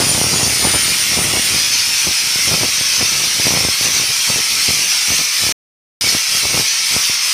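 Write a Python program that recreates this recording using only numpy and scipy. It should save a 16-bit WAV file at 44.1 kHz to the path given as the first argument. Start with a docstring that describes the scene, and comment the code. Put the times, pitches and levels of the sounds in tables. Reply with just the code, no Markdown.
"""An angle grinder on a stone door frame in a tiled room, a metre or two from a handheld microphone.
From the start grit rasps on the stone and rings the disc, the motor whines and squeals, and air thrown
off the disc buffets the microphone in gusts. About a second and a half in, the disc bites behind the
frame's edge: the whine sags and fades, and the grinding surges with each push of the hand.
Near the end the sound cuts out for half a second, then the grinding is back."""
import sys
import numpy as np
from scipy import signal
from scipy.fft import rfft, irfft, next_fast_len
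from scipy.io import wavfile
from scipy.ndimage import uniform_filter1d, map_coordinates

SR = 44100
rng = np.random.default_rng(int(sys.argv[2]) if len(sys.argv) > 2 else 0)


def inscribe(sig):
    """Save sig as 16-bit PCM at rate SR to the path in sys.argv[1].

    A 1-D sig is mono; a 2-D sig holds one channel per row.
    Samples are clipped to [-1, 1] before scaling.
    """
    pcm = np.round(np.clip(np.atleast_2d(sig).T, -1, 1) * 32767)
    wavfile.write(sys.argv[1], SR, pcm.astype(np.int16))


N = 323253
PADDED = next_fast_len(N, True)
TIME, FREQS = np.arange(N) / SR, np.fft.rfftfreq(PADDED, 1 / SR)


# Pushes of the hand on the disc. Each row: centre in seconds, surge in dB (negative as it eases off),
# half-length in seconds, extra fizz in dB as the rim digs.
HAND_PUSHES = [(.16, -1.5, .1, 1), (0.374, -0.3, .15, 0), (0.725, 0, 0.14, 1), (.94, 1, 0.19, 0),
               (1.136, 2, 0.038, -1.5), (1.24, -2, 0.063, 3), (1.435, 0.8, 0.078, 0.5),
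               (1.587, 3, 0.089, -2.5), (1.77, 3, 0.1, -2.5), (1.996, 2, .07, 0.5), (2.165, 1.3, .06, -0.5),
               (2.474, 2, 0.16, 0.5), (2.8, 0.5, .06, -0.5), (2.982, 2.5, 0.18, -1.7), (3.215, 1, 0.076, 0),
               (3.47, 3, 0.088, 0), (3.61, 1.5, .08, 0), (3.84, 2.6, 0.045, 0), (3.97, 3, .06, -1.5),
               (4.293, 1, .11, 1.5), (4.685, 2.2, 0.17, 0.5), (4.93, 3, 0.067, -1.5), (5.137, 2, 0.12, 0.5),
               (5.3, -1.5, .05, -1.5), (5.435, 1, 0.11, 1.5), (6.09, 3.5, 0.09, -1), (6.253, -1, .06, -1.3),
               (6.37, 1.5, .07, 2), (6.586, 1, .06, 2), (6.69, 1.5, 0.076, -3), (6.8, 0, 0.074, -2.5),
               (6.957, 1.5, 0.11, .7), (7.097, 1.5, 0.086, -1.5), (7.19, -.5, .05, -4.5),
               (7.28, 1, 0.047, 0.5)]
# Low to high: rasp of the stone, ring of the disc, fizz of the grit. Each row: base level in dB, share
# of the surge, change in dB when in view, share of the extra fizz, share of the skimming loss.
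GRINDING_BANDS = [(-22, 0.71, 1.4, 0.33, 0.78), (-19, 0.97, -2, -.1, -0.82), (-23.5, .7, 2.2, 1, -0.098)]

def grinding(turns, tremor_db=.03, set_down_s=.66, settle_s=.022, skim_db=-2):
    """The disc skims the stone, is set down flat, then rasps, rings and fizzes with each push."""
    grit = screeching(tiled_room(grit_strikes(turns)))
    colour = grinding_colour()
    above_stone, above_disc = (1 / (1 + (edge_hz / (FREQS + 1)) ** 16) for edge_hz in (4000, 7000))
    bands = 1 - above_stone, above_stone - above_disc, above_disc
    surge = sum(db * swell(s, length) for s, db, length, _ in HAND_PUSHES) + tremor_db * wander(12)
    fizz = sum(db * swell(s, length) for s, _, length, db in HAND_PUSHES)
    skim = skim_db * (1 - np.tanh((TIME - set_down_s) / settle_s)) / 2
    out = np.zeros(N)
    for (db, surge_share, view_db, fizz_share, skim_share), band in zip(GRINDING_BANDS, bands):
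        level_db = db + surge_share * surge + view_db * in_view() + fizz_share * fizz + skim_share * skim
        out += gain_of(level_db) * steadied(coloured(grit, colour * band), size=5000)
    return out


def grit_strikes(turns, wobble=.062, gear_ratio=2.6, chatter_db=-.3):
    """Grit hits the stone, a little harder once in each turn of the disc."""
    contact = 1 + wobble * np.sin(2 * np.pi * turns / gear_ratio)
    chatter = gain_of(chatter_db * wander(59))
    return impacts(per_s=28000, spread_db=.95) * contact * chatter


# Disc on stone from a metre or two away. Each row: frequency in Hz, relative level in dB.
GRINDING_SPECTRUM = [(300, -28), (700, -21.5), (1100, -14.5), (1700, -12), (2300, -3), (3000, -6),
                     (3800, -5.5), (5550, 1.5), (6200, -3), (6750, -10), (7700, -14), (8900, -11.5),
                     (11500, -20), (15400, -24.5)]
# Resonances of guard, disc and frame. 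Each row: frequency in Hz, width in Hz, lift in dB.
BODY_RESONANCES = [(1319, 53, 5), (2420, 90, 0.7), (3650, 870, -0.5), (4340, 170, 1), (5860, 110, 2),
                   (5730, 130, 0), (6170, 160, 3.5), (8880, 520, 2.5), (10060, 670, 3), (13000, 910, 5)]

def grinding_colour():
    """Gain at each frequency: a broad scrape with the ringing of guard, disc and frame on top."""
    ringing_db = sum(db / (1 + (2 * (FREQS - hz) / width) ** 2) for hz, width, db in BODY_RESONANCES)
    return gain_of(read(GRINDING_SPECTRUM, FREQS) + ringing_db)


# Resonances that come and go at the contact point. Each row: frequency in Hz, half-width in Hz,
# random swing in dB, change in dB when in view.
CONTACT_FLARES = [(1860, 200, 0, 3), (2380, 200, 0.9, -2), (5110, 350, 1, 0.5), (6100, 250, 0.6, -2),
                  (7000, 354, .5, 4.5), (8960, 220, 1.2, 2.5), (10150, 250, 2.3, -2)]

def screeching(grit, patchy_db=1.38, screech_db=.2, bite_db=3.5, bite_hz=5480, open_db=1.0):
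    """As the contact point moves, resonances flare and fade and the strongest scrape roams in pitch."""
    hz, t, spectrum = signal.stft(grit, SR, nperseg=512, noverlap=384)
    hz = hz[:, None]
    view = in_view()
    patches = uniform_filter1d(rng.standard_normal(spectrum.shape), size=4, axis=0)
    patches = evened(uniform_filter1d(patches, size=16, axis=1))
    db = patches * (patchy_db + screech_db * np.exp(-((hz - 5600) / 900) ** 2))
    # the scrape sits lower on the near face of the frame
    centre_hz = bite_hz + 200 * wander(4) - 220 * view
    bite = np.exp(-((hz - np.interp(t, TIME, centre_hz)) / 380) ** 2)
    db += bite_db * (bite - bite.mean(1, keepdims=True))
    for flare_hz, width, swing_db, view_db in CONTACT_FLARES:
        flare_db = np.interp(t, TIME, swing_db * wander(9) + view_db * view)
        db += flare_db * np.exp(-((hz - flare_hz) / width) ** 2)
    # the highest fizz reaches the microphone only in a straight line, so the frame shades it
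    db += open_db * np.interp(t, TIME, view) / (1 + (12500 / (hz + 1)) ** 10)
    return signal.istft(spectrum * gain_of(db), nperseg=512, noverlap=384)[1][:N]


# The tool as seen from the microphone. Each row: time in seconds, openness from 0 (hidden) to 1.
LINE_OF_SIGHT = [(0, 0.9), (.3, 0.45), (.7, 1), (1.1, 0.45), (1.45, 0.9), (1.7, 0), (7.33, 0.01)]

def in_view():
    """How openly the tool faces the microphone before it slips behind the frame."""
    return np.interp(TIME, *np.transpose(LINE_OF_SIGHT))


# Tones of the motor, led by its 24 commutator bars. Each row: multiple of the rotor speed,
# relative level in dB, flutter from 0 to 1.
MOTOR_TONES = [(23, -24, 0.7), (24, 0, 0.3), (26, -29.5, .7)]
# Brief squeals; on multiple 24 the whine itself flares. Each row: centre in seconds, multiple of the
# rotor speed, level in dB, half-length in seconds, flutter from 0 to 1.
ROTOR_SQUEALS = [(0.098, 24, -20.5, .03, .15), (.137, 18.1, -22.5, .04, .8), (0.228, 24, -24.5, .06, 0.2),
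                 (0.389, 17.2, -24, .13, 1), (0.453, 23, -24, .06, .7), (.65, 24, -21, .05, .15),
                 (.755, 24, -23, .02, .15), (.835, 24, -23, .025, .15), (1.02, 24, -26, .03, .2),
                 (1.21, 24, -29.5, .04, .2)]

def motor(turns, hidden_db=-41, view_lift_db=17):
    """Whine and squeals locked to the rotor; the whine is loudest with the tool in view."""
    whine = sum(gain_of(db) * fluttering(order * turns, flutter, flutter_hz=25)
                for order, db, flutter in MOTOR_TONES)
    squeals = sum(gain_of(db) * swell(s, length) * fluttering(order * turns, flutter, flutter_hz=70)
                  for s, order, db, length, flutter in ROTOR_SQUEALS)
    return gain_of(hidden_db + view_lift_db * np.sqrt(in_view())) * whine + squeals


# Speed of the rotor. Each row: time in seconds, turns per second.
ROTOR_SPEED = [(0, 392.6), (.3, 395.9), (.6, 397.2), (1.17, 397.2), (1.3, 391), (1.43, 386), (1.55, 378),
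               (1.9, 370), (3.8, 364), (7.33, 367)]

def rotor_turns(jitter=.0006):
    """Running count of turns as the rotor spins freely, then sags under load."""
    speed = np.interp(TIME, *np.transpose(ROTOR_SPEED))
    return np.cumsum(speed * (1 + jitter * wander(40))) / SR


# Air from the disc sweeping over the microphone. Each row: centre in seconds, relative level in dB,
# half-length in seconds.
AIR_GUSTS = [(0, -19, 0.067), (0.188, -22, 0.23), (0.344, -23, 0.04), (0.442, -22.5, 0.14),
             (0.654, -23, 0.075), (0.756, -22, 0.037), (0.864, -33.5, 0.13), (1.215, -24, 0.12),
             (1.352, -23, .06), (1.523, -32.5, 0.13), (2.08, -28, 0.036), (2.528, -21.5, 0.067),
             (2.635, -24.5, 0.064), (3.024, -25.5, .04), (3.193, -31, 0.13), (3.536, -23.5, 0.17),
             (3.873, -27.5, 0.059), (3.99, -28.5, 0.078), (4.101, -28, 0.019), (4.306, -25.5, .029),
             (4.372, -23, 0.044), (4.55, -37.5, 0.11), (4.7, -25, .03), (4.8, -33.5, 0.11),
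             (5.118, -24.5, 0.044), (5.198, -27, 0.036), (5.476, -27.5, 0.07), (6.062, -27.5, 0.079),
             (6.149, -24, 0.032), (6.353, -33.5, 0.051), (6.452, -23.5, 0.027), (6.567, -22.5, 0.082),
             (6.955, -30, 0.06)]

def gusts(eddies, trim_db=-1.5, lumpy_db=1.9, rush_db=-3, rush_hz=700, coarse_db=-.5):
    """Lumpy gusts of large eddies; fast air straight from the disc adds fine ones, heard as a rush."""
    power = sum((gain_of(db + trim_db) * swell(s, length)) ** 2 for s, db, length in AIR_GUSTS)
    strength = np.sqrt(power) * gain_of(lumpy_db * wander(24))
    rush = evened(coloured(rng.standard_normal(N), np.exp(-np.log((FREQS + 1) / rush_hz) ** 2)))
    view = in_view()
    return strength * (gain_of(coarse_db * view) * eddies + gain_of(rush_db) * view * rush)


# The hardest blows of air on the microphone. Each row: start in seconds, relative strength in dB.
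AIR_BLOWS = [(1.189, -3), (1.395, -7), (1.546, -9), (2.358, -11.5), (2.528, -9.5), (2.811, -11.5),
             (3.398, -8), (3.468, -1), (3.649, -2), (3.686, -5), (3.811, -10), (4.3, -6.5), (4.369, -19.5),
             (4.689, -6.5), (5.437, -10.5), (6.148, -8), (6.543, -5), (6.597, -6), (6.964, -4.5),
             (7.097, -12)]

def blows(thump, trim_db=-2, cutoff_hz=650):
    """Single large eddies land on the microphone, each with a dull thud."""
    s, db = np.transpose(AIR_BLOWS)
    hits = np.bincount((s * SR).astype(int), gain_of(db + trim_db), N)
    return dulled(signal.oaconvolve(hits, thump / abs(thump).max())[:N], cutoff_hz)


# One eddy right at the microphone. Each row: frequency in Hz, relative level in dB.
EDDY_SPECTRUM = [(15, -53), (35, -26), (70, -0.5), (135, 1), (250, -2), (450, -4), (800, -7.5), (1150, -11),
                 (1600, -19.5), (3000, -74)]

def eddy_thump():
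    """The pressure pulse of one eddy, minimum-phase so that it starts abruptly."""
    log_gain = np.log(gain_of(read(EDDY_SPECTRUM, abs(np.fft.fftfreq(4096, 1 / SR)))))
    return np.fft.ifft(np.exp(np.conj(signal.hilbert(log_gain)))).real[:2048]


def turbulence(thump):
    """A stream of eddies with steady energy, whether a few large ones or many small ones."""
    return steadied(signal.oaconvolve(impacts(per_s=500, spread_db=4), thump)[:N], size=1500)


def draught(eddies, start_db=-34, fall_db_per_s=3.4, fitful_db=3):
    """Slow, dull air between the gusts, dying away as the tool moves off."""
    level_db = start_db - fall_db_per_s * TIME + fitful_db * wander(14)
    return gain_of(level_db) * evened(dulled(eddies, cutoff_hz=330))


def tiled_room(x, echo_db=-12, sway_s=.000273, tail_db=-4, t60_s=1.0):
    """Hard walls: early echoes whose paths shift as the tool moves, then an ever-changing tail."""
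    out = x.copy()
    for delay_s in np.geomspace(.0015, .024, num=7):
        path_s = delay_s * rng.uniform(.85, 1.15) + sway_s * wander(.906)
        out += gain_of(echo_db) * map_coordinates(x, [(TIME - path_s) * SR], order=3, mode="wrap")
    t = TIME[:SR // 2]
    shares = np.array([wander(2.6) for _ in range(5)])
    for share in shares / np.linalg.norm(shares, axis=0):
        tail = rng.standard_normal(len(t)) * gain_of(-60 * t / t60_s) * (t > .01)
        out += gain_of(tail_db) * share * np.std(x) * evened(coloured(x, rfft(tail, PADDED)))
    return out


def impacts(per_s, spread_db):
    """Clicks of random sign and size at random moments."""
    size = gain_of(spread_db * np.minimum(rng.exponential(1, N), 4))
    return size * rng.choice([-1, 1], N) * (rng.random(N) < per_s / SR)


def fluttering(cycles, flutter, flutter_hz):
    """A tone whose strength and phase waver."""
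    fading = 1 - flutter + flutter * (wander(flutter_hz) + 1j * wander(flutter_hz)) / np.sqrt(2)
    return evened((fading * np.exp(2j * np.pi * cycles)).real)


def swell(s, half_length):
    """A bell-shaped rise and fall around the time s."""
    return np.exp(-2 * np.minimum(((TIME - s) / half_length) ** 2, 20))


def wander(hz):
    """Random drift of rms 1, mostly slower than hz."""
    return evened(coloured(rng.standard_normal(N), np.exp(-(FREQS / hz) ** 2) * (FREQS > 0)))


def coloured(x, gain):
    """Filters by a gain for each frequency."""
    return irfft(rfft(x, PADDED) * gain, PADDED)[:N]


def dulled(x, cutoff_hz):
    """One-pole low-pass."""
    return coloured(x, 1 / (1 + 1j * FREQS / cutoff_hz))


def read(points, hz):
    """A spectrum in dB, joined by straight lines on a log-frequency axis."""
    f, db = np.transpose(points)
    return np.interp(np.log(hz + 1), np.log(f + 1), db)


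def steadied(x, size):
    """Holds the rms at 1 over stretches of size samples."""
    return x / np.sqrt(abs(uniform_filter1d(x ** 2, size=size)) + 1e-12)


def evened(x):
    """Scales to rms 1."""
    return x / np.sqrt(np.mean(x ** 2) + 1e-20)


def gain_of(db):
    """Decibels to amplitude."""
    return 10 ** (np.asarray(db) / 20)


def scene():
    """Grinding, motor and moving air meet at one microphone, the same in both channels."""
    turns = rotor_turns()
    thump = eddy_thump()
    eddies = turbulence(thump)
    mono = grinding(turns) + motor(turns) + gusts(eddies) + blows(thump) + draught(eddies)
    return np.array([mono, mono])


def record(dry, knee=.55, headroom=.22, cut_s=5.5232, return_s=6.0102, edge_hz=15550):
    """The highest peaks are rounded off, the sound cuts out and returns, and the top treble is lost."""
    below = np.clip(dry, -knee, knee)
    rounded = below + headroom * np.tanh((dry - below) / headroom)
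    running = uniform_filter1d(1. * ((TIME < cut_s) | (TIME > return_s)), size=40)
    low_pass = signal.firwin(701, edge_hz, window=("kaiser", 9), fs=SR)
    return signal.oaconvolve(rounded * running, low_pass[None], "same")


dry = scene()
out = record(dry)
inscribe(out)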